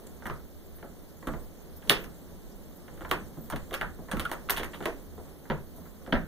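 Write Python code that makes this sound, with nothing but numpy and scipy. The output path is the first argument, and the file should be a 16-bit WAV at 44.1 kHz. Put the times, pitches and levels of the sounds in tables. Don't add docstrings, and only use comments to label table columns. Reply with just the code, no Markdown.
import sys
import numpy as np
from scipy import signal
from scipy.fft import rfft, irfft, next_fast_len
from scipy.io import wavfile
from scipy.ndimage import uniform_filter1d, map_coordinates

SR = 44100
rng = np.random.default_rng(int(sys.argv[2]) if len(sys.argv) > 2 else 0)


def bounce(signal):
    frames = np.transpose(np.atleast_2d(signal))
    limited = np.clip(frames, -1, 1)
    pcm = np.round(limited * 32767).astype(np.int16)
    wavfile.write(sys.argv[1], SR, pcm)


def voltage_ratio(decibels):
    exponent = np.asarray(decibels, float) / 20
    return 10 ** exponent


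N = 276506
SPAN = 16384
LEAD = 300


def unit(x):
    return x / np.sqrt(np.mean(x ** 2) + 1e-20)


def along(points, hz):
    f, v = np.transpose(points)
    return np.interp(np.log(hz + 1), np.log(f + 1), v)


def wobble(rate_hz):
    return map_coordinates(rng.standard_normal(int(N * rate_hz / SR) + 4), [np.arange(N) * rate_hz / SR])


def filtered(x, response):
    m = next_fast_len(N + SR // 2)
    return irfft(rfft(x, m) * response(np.fft.rfftfreq(m, 1 / SR)), m)[..., :N]


def noise_pair(response):
    return filtered(rng.standard_normal((2, N)), response)


def jolts(rise_s, fall_s, gain_db):
    ages_s = np.clip(np.arange(N) / SR - np.array(THUDS)[:, :1], 0, None)
    sizes = [voltage_ratio(db + full_db + gain_db) for s, db, ring_hz, full_db in THUDS]
    return sizes @ ((1 - np.exp(-ages_s / rise_s)) * np.exp(-ages_s / fall_s))


# (time [s], effort [dB])
EFFORT = [(0.0, -1.5), (0.21, -1.5), (0.3, 1.5), (0.5, -4), (1.2, -4.5), (1.32, 2.5), (1.5, -2),
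          (1.83, -2.5), (1.92, 10), (2.12, -1.5), (2.7, -2.4), (3.14, 2), (3.3, -0.9), (4.07, -0.5),
          (4.19, 3), (4.31, 1), (4.9, 2), (5.08, -2.5)]
# (frequency [Hz], density [dB per Hz])
MURMUR = [(60, -29), (110, -7.5), (160, 3), (300, -5.5), (550, -14), (800, -23.5), (1300, -29.5),
          (4000, -39.5)]
# (frequency [Hz], correlation [-1..1])
MURMUR_ALIKE = [(100, 1), (500, 0.9), (1500, 0.067)]
# (frequency [Hz], density [dB per Hz])
SWAY = [(12, 2.5), (30, 6), (45, 13), (70, -59)]
# (frequency [Hz], density [dB per Hz])
RUMBLE = [(35, -18), (55, -0.5), (78, 6.5), (105, -8.5), (200, -71)]


def house():
    effort_db = np.interp(np.arange(N) / SR, *np.transpose(EFFORT))

    def turn(hz):
        return np.arccos(np.clip(along(MURMUR_ALIKE, hz), -1, 1)) / 2

    a, b = noise_pair(lambda hz: voltage_ratio(along(MURMUR, hz)) * [np.cos(turn(hz)), np.sin(turn(hz))])
    murmur = voltage_ratio(-45 + effort_db + 0.7 * wobble(9.1)) * unit(np.array([a + b, a - b]))

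    c, d = noise_pair(lambda hz: voltage_ratio(along(SWAY, hz)))
    swing = voltage_ratio(-52.5 + 1.3 * effort_db)
    swing = swing + jolts(rise_s=0.029, fall_s=0.071, gain_db=-0.5)
    sway = swing * voltage_ratio(2.6 * wobble(6)) * unit(np.array([0.68 * c + 0.16 * d, c - 0.1 * d]))

    e, g = noise_pair(lambda hz: voltage_ratio(along(RUMBLE, hz)))
    shake = voltage_ratio(-44.5) + jolts(rise_s=0.0083, fall_s=0.051, gain_db=4)
    rumble = shake * voltage_ratio(2.2 * wobble(7.6)) * unit(np.array([e + 0.16 * g, e - 0.2 * g]))
    return murmur + sway + rumble


# (time [s], level [dB], length [s], centre [Hz], width [Hz])
TICKS = [
    (0.071, 16.5, 0.0025, 7950, 6000),
    (.765, 9, .012, 12900, 3000),
    (.85, 0, 0.0079, 11900, 4000),
    (1.43, 0, 0.039, 14200, 900),
    (1.772, 9.5, 0.0095, 11000, 5000),
    (2.018, 10, 0.025, 13000, 1500),
    (2.77, 4, 0.0089, 12000, 4000),
    (3.43, 8, .05, 14200, 900),
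    (5.77, 7, 0.014, 11900, 5000),
    (5.87, 2, 0.02, 13500, 1500),
]
# (frequency [Hz], density [dB per Hz])
HISS_LEFT = [(300, -20), (1500, 5), (4000, 2), (8000, -3), (12000, 2.5), (15300, 6), (15700, -34)]
# (frequency [Hz], density [dB per Hz])
HISS_RIGHT = [(300, 25), (1500, -0.5), (4000, -2), (8000, -16), (12000, -4.5), (14000, 5), (15300, 4.5),
              (15700, -26)]


def hiss():
    hz, t, z = signal.stft(rng.standard_normal((2, N)), SR, nperseg=256)
    gain = 1
    for s, db, length_s, mid_hz, wide_hz in TICKS:
        distance = ((t - s) / length_s) ** 2 + ((hz[:, None] - mid_hz) / wide_hz) ** 2
        gain = gain + voltage_ratio(db) * np.exp(-distance)
    noise = signal.istft(z * gain, SR, nperseg=256)[1][:, :N]
    return voltage_ratio(-63.5) * filtered(noise, lambda f: voltage_ratio([along(HISS_LEFT, f), along(HISS_RIGHT, f)]))


def modes(table, hz):
    luck_db = 1.5 * rng.standard_normal(len(table))
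    z = 0
    for k, (centre_hz, width_hz, db) in enumerate(table):
        damping = 1j * hz * width_hz
        z = z + (-1) ** k * voltage_ratio(db + luck_db[k]) * damping / (centre_hz ** 2 - hz ** 2 + damping)
    return z / np.abs(irfft(z)).max()


def rattle(lasting_s, per_s, spread_db):
    t = np.arange(SPAN // 4) / SR
    when, size = rng.random(len(t)), rng.standard_normal(len(t))
    level_db = spread_db * np.abs(size) - 8.5 - 20 * t / lasting_s
    blows = (when < per_s / SR) * np.sign(size) * voltage_ratio(level_db)
    blows[0] = 1
    return np.pad(blows, (LEAD, 0))


# (frequency [Hz], t60 [s])
ROOM = [(100, 0.4), (260, 0.3), (700, 0.22), (1840, 0.27), (4850, 0.2), (12800, 0.13)]
# (frequency [Hz], level [dB])
WET = [(150, -2.5), (500, 2.5), (1500, -0.5), (2700, -12), (4000, -6), (6000, -1), (12000, -3)]
# (frequency [Hz], level [dB])
SHADOW = [(100, 0), (700, 0), (2000, -4), (5000, -4), (8000, -8), (14000, -14)]


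def heard(bodies, blows, starts_s, wet_db, apart):
    half = SPAN // 2
    hz, t, z = signal.stft(rng.standard_normal((len(starts_s), 2, half)), SR, nperseg=256)
    decay = voltage_ratio(-60 * t / along(ROOM, hz)[:, None])
    tail = signal.istft(z * decay, SR, nperseg=256)[1][..., :half]
    tail *= 1 - np.exp(-np.arange(half) / (.003 * SR))
    tail = np.pad(tail / np.linalg.norm(tail, axis=2, keepdims=True), [(0, 0), (0, 0), (LEAD, 0)])

    f = np.fft.rfftfreq(SPAN, 1 / SR)
    a, b = np.moveaxis(rfft(tail, SPAN), 1, 0)
    turn = np.clip(apart(f), 0, 1) * np.pi / 4
    shared, differing = np.cos(turn) * a, np.sin(turn) * b
    wet = voltage_ratio(wet_db + along(WET, f)) * np.array([shared + differing, shared - differing])
    energy = np.linalg.norm(blows, axis=1, keepdims=True)
    shadow = np.array([voltage_ratio(along(SHADOW, f)), f ** 0])[:, None]
    pairs = irfft((rfft(blows, SPAN) + energy * wet) * bodies * shadow, SPAN)

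    out = np.zeros((2, N + SPAN + LEAD))
    for k, s in enumerate(starts_s):
        out[:, round(s * SR):][:, :SPAN] += pairs[:, k]
    return out[:, LEAD:N + LEAD]


def contacts(rows, sizzle_db, rattle_s):
    return [(*row, sizzle_db, rattle_s) for row in rows]


# (time [s], level [dB], latch ring [Hz], brightness [dB])
SNAPS = [(0.222, -34, 860, -31), (0.298, -20.5, 1280, -38), (0.827, -34, 1220, -18),
         (1.227, -37.5, 1250, -31), (1.336, -31, 1250, -33), (1.9115, -27, 1120, -3),
         (1.927, -22.5, 1100, -20), (3.048, -30, 1450, -30), (3.56, -32.5, 1240, 3.5),
         (3.709, -35, 1450, -7), (3.74, -18, 1610, -1.5), (3.812, -16.5, 1100, -8),
         (4.196, -17.5, 1190, -1), (4.252, -23.5, 1330, -5), (4.259, -35, 1410, -31),
         (4.496, -21.5, 1030, 5.5), (4.564, -38, 1920, 13)]


def snaps():
    return contacts(SNAPS, sizzle_db=-0.5, rattle_s=0.016)


# (centre [Hz], width [Hz], level [dB])
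LATCH = [(613, 840, -7), (1030, 315, -0.5), (1296, 567, -1.5), (1810, 527, 2), (2490, 600, 0.5)]
# (centre [Hz], width [Hz], level [dB])
BRASS = [(2600, 300, 12.5), (3450, 1530, 0), (4000, 1300, -11), (5000, 720, -10.5)]
# (centre [Hz], width [Hz], level [dB])
SIZZLE = [(6000, 1400, -15), (6900, 11000, -45), (9870, 4300, -0.5), (12160, 1250, 8.5), (14200, 6900, 2)]


def knob():
    f = np.fft.rfftfreq(SPAN, 1 / SR)

    def dull(edge_hz):
        return 1 / (1 + 1.4j * f / edge_hz - (f / edge_hz) ** 2)

    hits = sorted(snaps() + twangs() + knocks() + chatters() + clacks() + jerks())
    bodies, blows = [], []
    for s, db, ring_hz, bright_db, sizzle_db, rattle_s in hits:
        ring = 1 + 0.75 * 400j * f / (ring_hz ** 2 - f * f + 400j * f)
        plate = modes(LATCH, f) * dull(edge_hz=1950) * ring
        brass = voltage_ratio(bright_db) * modes(BRASS, f) * dull(edge_hz=5520) ** 2
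        spring = voltage_ratio(bright_db + sizzle_db) * modes(SIZZLE, f)
        bodies.append(voltage_ratio(db - 3.5) * (1.118 * plate + brass + spring))
        blows.append(rattle(rattle_s, per_s=900, spread_db=5.5))
    starts_s = [hit[0] + .0004 for hit in hits]
    return heard(np.array(bodies), np.array(blows), starts_s, wet_db=0.5, apart=lambda hz: 0.58 + hz / 4000)


# (time [s], level [dB], leaf ring [Hz], fullness under 250 Hz [dB])
THUDS = [(0.255, -32, 582, -12), (0.297, -36.5, 483, -9), (0.83, -35.5, 540, -15), (1.226, -39.5, 357, -20),
         (1.271, -23.5, 260, -9), (1.335, -33, 525, -10), (1.895, -22.5, 424, -18), (3.008, -33, 383, -22),
         (3.111, -26.5, 492, -15.5), (3.371, -38, 240, -3.5), (3.525, -30, 254, -7.5),
         (3.559, -38.5, 500, -8), (3.716, -33, 370, -18), (3.81, -44.5, 524, 1), (3.988, -38.5, 493, -4.5),
         (4.084, -36.5, 560, -14), (4.132, -26, 268, -4), (4.194, -33, 248, -23), (4.313, -30, 544, -35),
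         (4.495, -29.5, 505, -19), (4.595, -29.5, 480, -12), (4.804, -35, 420, -13),
         (4.855, -25.5, 475, -28), (5.179, -38, 336, -10.5), (5.499, -24, 393, -5), (5.782, -43, 300, -4),
         (6.075, -33.5, 245, -12), (6.124, -19, 198, -4.5), (6.152, -33.5, 250, -22)]
# (centre [Hz], width [Hz], level [dB])
LEAF = [(150.2, 18.6, 3.5), (230, 38, -5.5), (336, 65, 5), (422, 78, -2), (525, 28.7, -0.5),
        (637, 88, -1.5), (682, 515, -9)]


def door():
    f = np.fft.rfftfreq(SPAN, 1 / SR)
    bodies, blows = [], []
    for s, db, ring_hz, full_db in THUDS:
        full = voltage_ratio(full_db + 9.5) * modes(LEAF[:2], f)
        leaf = full + modes(LEAF[2:] + [(ring_hz, 50, 2)], f)
        bodies.append(voltage_ratio(db) * leaf / (1 + 1j * f / 1200))
        blows.append(rattle(0.042, per_s=230, spread_db=3.5))
    starts_s = [row[0] + .001 for row in THUDS]
    return heard(np.array(bodies), np.array(blows), starts_s, wet_db=-1, apart=lambda hz: .08 + hz / 3000)


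# (time [s], level [dB], latch ring [Hz], brightness [dB])
TWANGS = [(0.2555, -26, 1435, -22), (0.265, -32, 1240, -11.5), (1.271, -20.5, 1120, -25),
          (1.901, -17, 1080, -11), (3.092, -52, 1180, 7), (3.342, -48, 1460, -15), (3.5, -30, 840, -8),
          (4.169, -24, 1260, -21), (4.294, -35.5, 1060, -11), (4.315, -20.5, 880, -11),
          (4.503, -25, 1570, 1), (5.18, -49, 880, -28), (5.454, -46, 855, -26), (5.855, -47, 1090, -24)]


def twangs():
    return contacts(TWANGS, sizzle_db=12.7, rattle_s=0.029)


# (time [s], level [dB], latch ring [Hz], brightness [dB])
KNOCKS = [
    (0.784, -49, 880, -6),
    (1.823, -46.5, 970, 1),
    (2.88, -40.5, 840, -10),
    (3.523, -25.5, 1130, -12),
    (4.488, -23.5, 1220, -9),
    (4.596, -32.5, 1110, 5),
    (4.733, -37.5, 1830, -2),
    (6.063, -35.5, 1450, -16),
]


def knocks():
    return contacts(KNOCKS, sizzle_db=-22.5, rattle_s=0.031)


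# (time [s], level [dB], latch ring [Hz], brightness [dB])
CHATTERS = [(1.873, -49, 790, 4), (2.04, -39.5, 1250, -4), (2.975, -44, 860, -14),
            (3.008, -32.5, 860, -10.5), (3.728, -32.5, 1070, -1), (4.086, -39, 1230, -23),
            (4.114, -20, 1540, -9), (4.572, -25, 1130, 3.5), (4.632, -27.5, 1940, -3.5),
            (4.74, -33.5, 1170, -3), (4.805, -30.5, 1040, -19), (4.826, -28.5, 1200, -7.5)]


def chatters():
    return contacts(CHATTERS, sizzle_db=3, rattle_s=0.038)


# (time [s], level [dB], latch ring [Hz], brightness [dB])
CLACKS = [
    (1.8963, -15.5, 1910, 14),
    (3.1125, -14.5, 1130, 2),
    (4.856, -20.5, 1280, 4),
]


def clacks():
    return contacts(CLACKS, sizzle_db=-3, rattle_s=0.0069)


# (time [s], level [dB], frequency [Hz], t60 [s])
PINGS = [(1.898, -29, 394, 0.25), (3.115, -21.5, 1125, 0.06), (4.113, -31, 8760, 0.022),
         (4.252, -17.5, 1430, 0.028), (4.258, -24.5, 1387, 0.041), (4.499, -14.5, 11700, 0.034),
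         (5.501, -28, 230, 0.2), (5.501, -30, 606, 0.065), (5.503, -37.5, 965, 0.17),
         (6.126, -28, 168, 0.19), (6.126, -28, 398, 0.11), (6.128, -32.5, 968, 0.12)]


def pings():
    t = np.arange(N) / SR
    out = np.zeros((2, N))
    for s, db, hz, t60_s in PINGS:
        age_s = np.clip(t - s, 0, 1)
        onset = 1 - np.exp(-age_s / 0.0039)
        tone = voltage_ratio(db - 60 * age_s / t60_s) * np.sin(2 * np.pi * hz * age_s) * onset
        out += tone * voltage_ratio([[along(SHADOW, hz)], [0]])
    return out


# (time [s], level [dB], latch ring [Hz], brightness [dB])
JERKS = [
    (5.5, -21.5, 905, -4.5),
    (6.124, -19.5, 1420, -1),
    (6.153, -18, 1280, -22),
]


def jerks():
    return contacts(JERKS, sizzle_db=-18, rattle_s=0.026)


def scene():
    return knob() + door() + pings() + house()


# (frequency [Hz], share [0..1])
CROSS = [(30, .3), (60, .9), (1300, .93), (2500, .97), (4000, .96), (6000, .86), (15000, .8)]


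def widened(mics):
    def cross(hz):
        return np.clip(along(CROSS, hz), 0, 1) * np.exp(-2j * np.pi * hz / 2545)

    return (mics - filtered(mics[::-1], cross)) * voltage_ratio([[-.6], [.6]])


# (frequency [Hz], level [dB])
GRIT = [(300, -33), (2500, -27), (4000, -9), (5200, -2.5), (7000, 2), (15000, -2.5)]
# (frequency [Hz], slope [dB per dB])
COARSER = [(500, .15), (1300, .3), (2400, -.1), (4000, -.1), (5500, -.05), (8000, -.22), (15000, -.22)]


def grit(wide):
    hz, t, z = signal.stft(wide, SR, nperseg=256)
    patches = uniform_filter1d(rng.standard_normal(z.shape[1:]), size=5, axis=0)
    patches = unit(uniform_filter1d(patches, size=10, axis=1))
    loud_db = 10 * np.log10(np.mean(np.abs(z[:, 5:20]) ** 2, axis=(0, 1)) + 1e-20)
    over_db = np.clip(uniform_filter1d(loud_db, size=7) - np.median(loud_db), 0, 40)
    grit_db = along(GRIT, hz)[:, None] + along(COARSER, hz)[:, None] * over_db + 4 * patches
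    scrambled = np.abs(z) * np.exp(2j * np.pi * rng.random(z.shape)) * voltage_ratio(grit_db)
    return signal.istft(scrambled, SR, nperseg=256)[1][:, :N]


def top_cut(x):
    return signal.sosfilt(signal.butter(12, 15920, fs=SR, output="sos"), x)


def record(dry):
    wide = widened(dry + hiss())
    banded = filtered(wide + grit(wide), lambda hz: 1 / np.sqrt(1 + (hz / 15620) ** 300))
    return top_cut(banded)


dry = scene()
out = record(dry)
bounce(out)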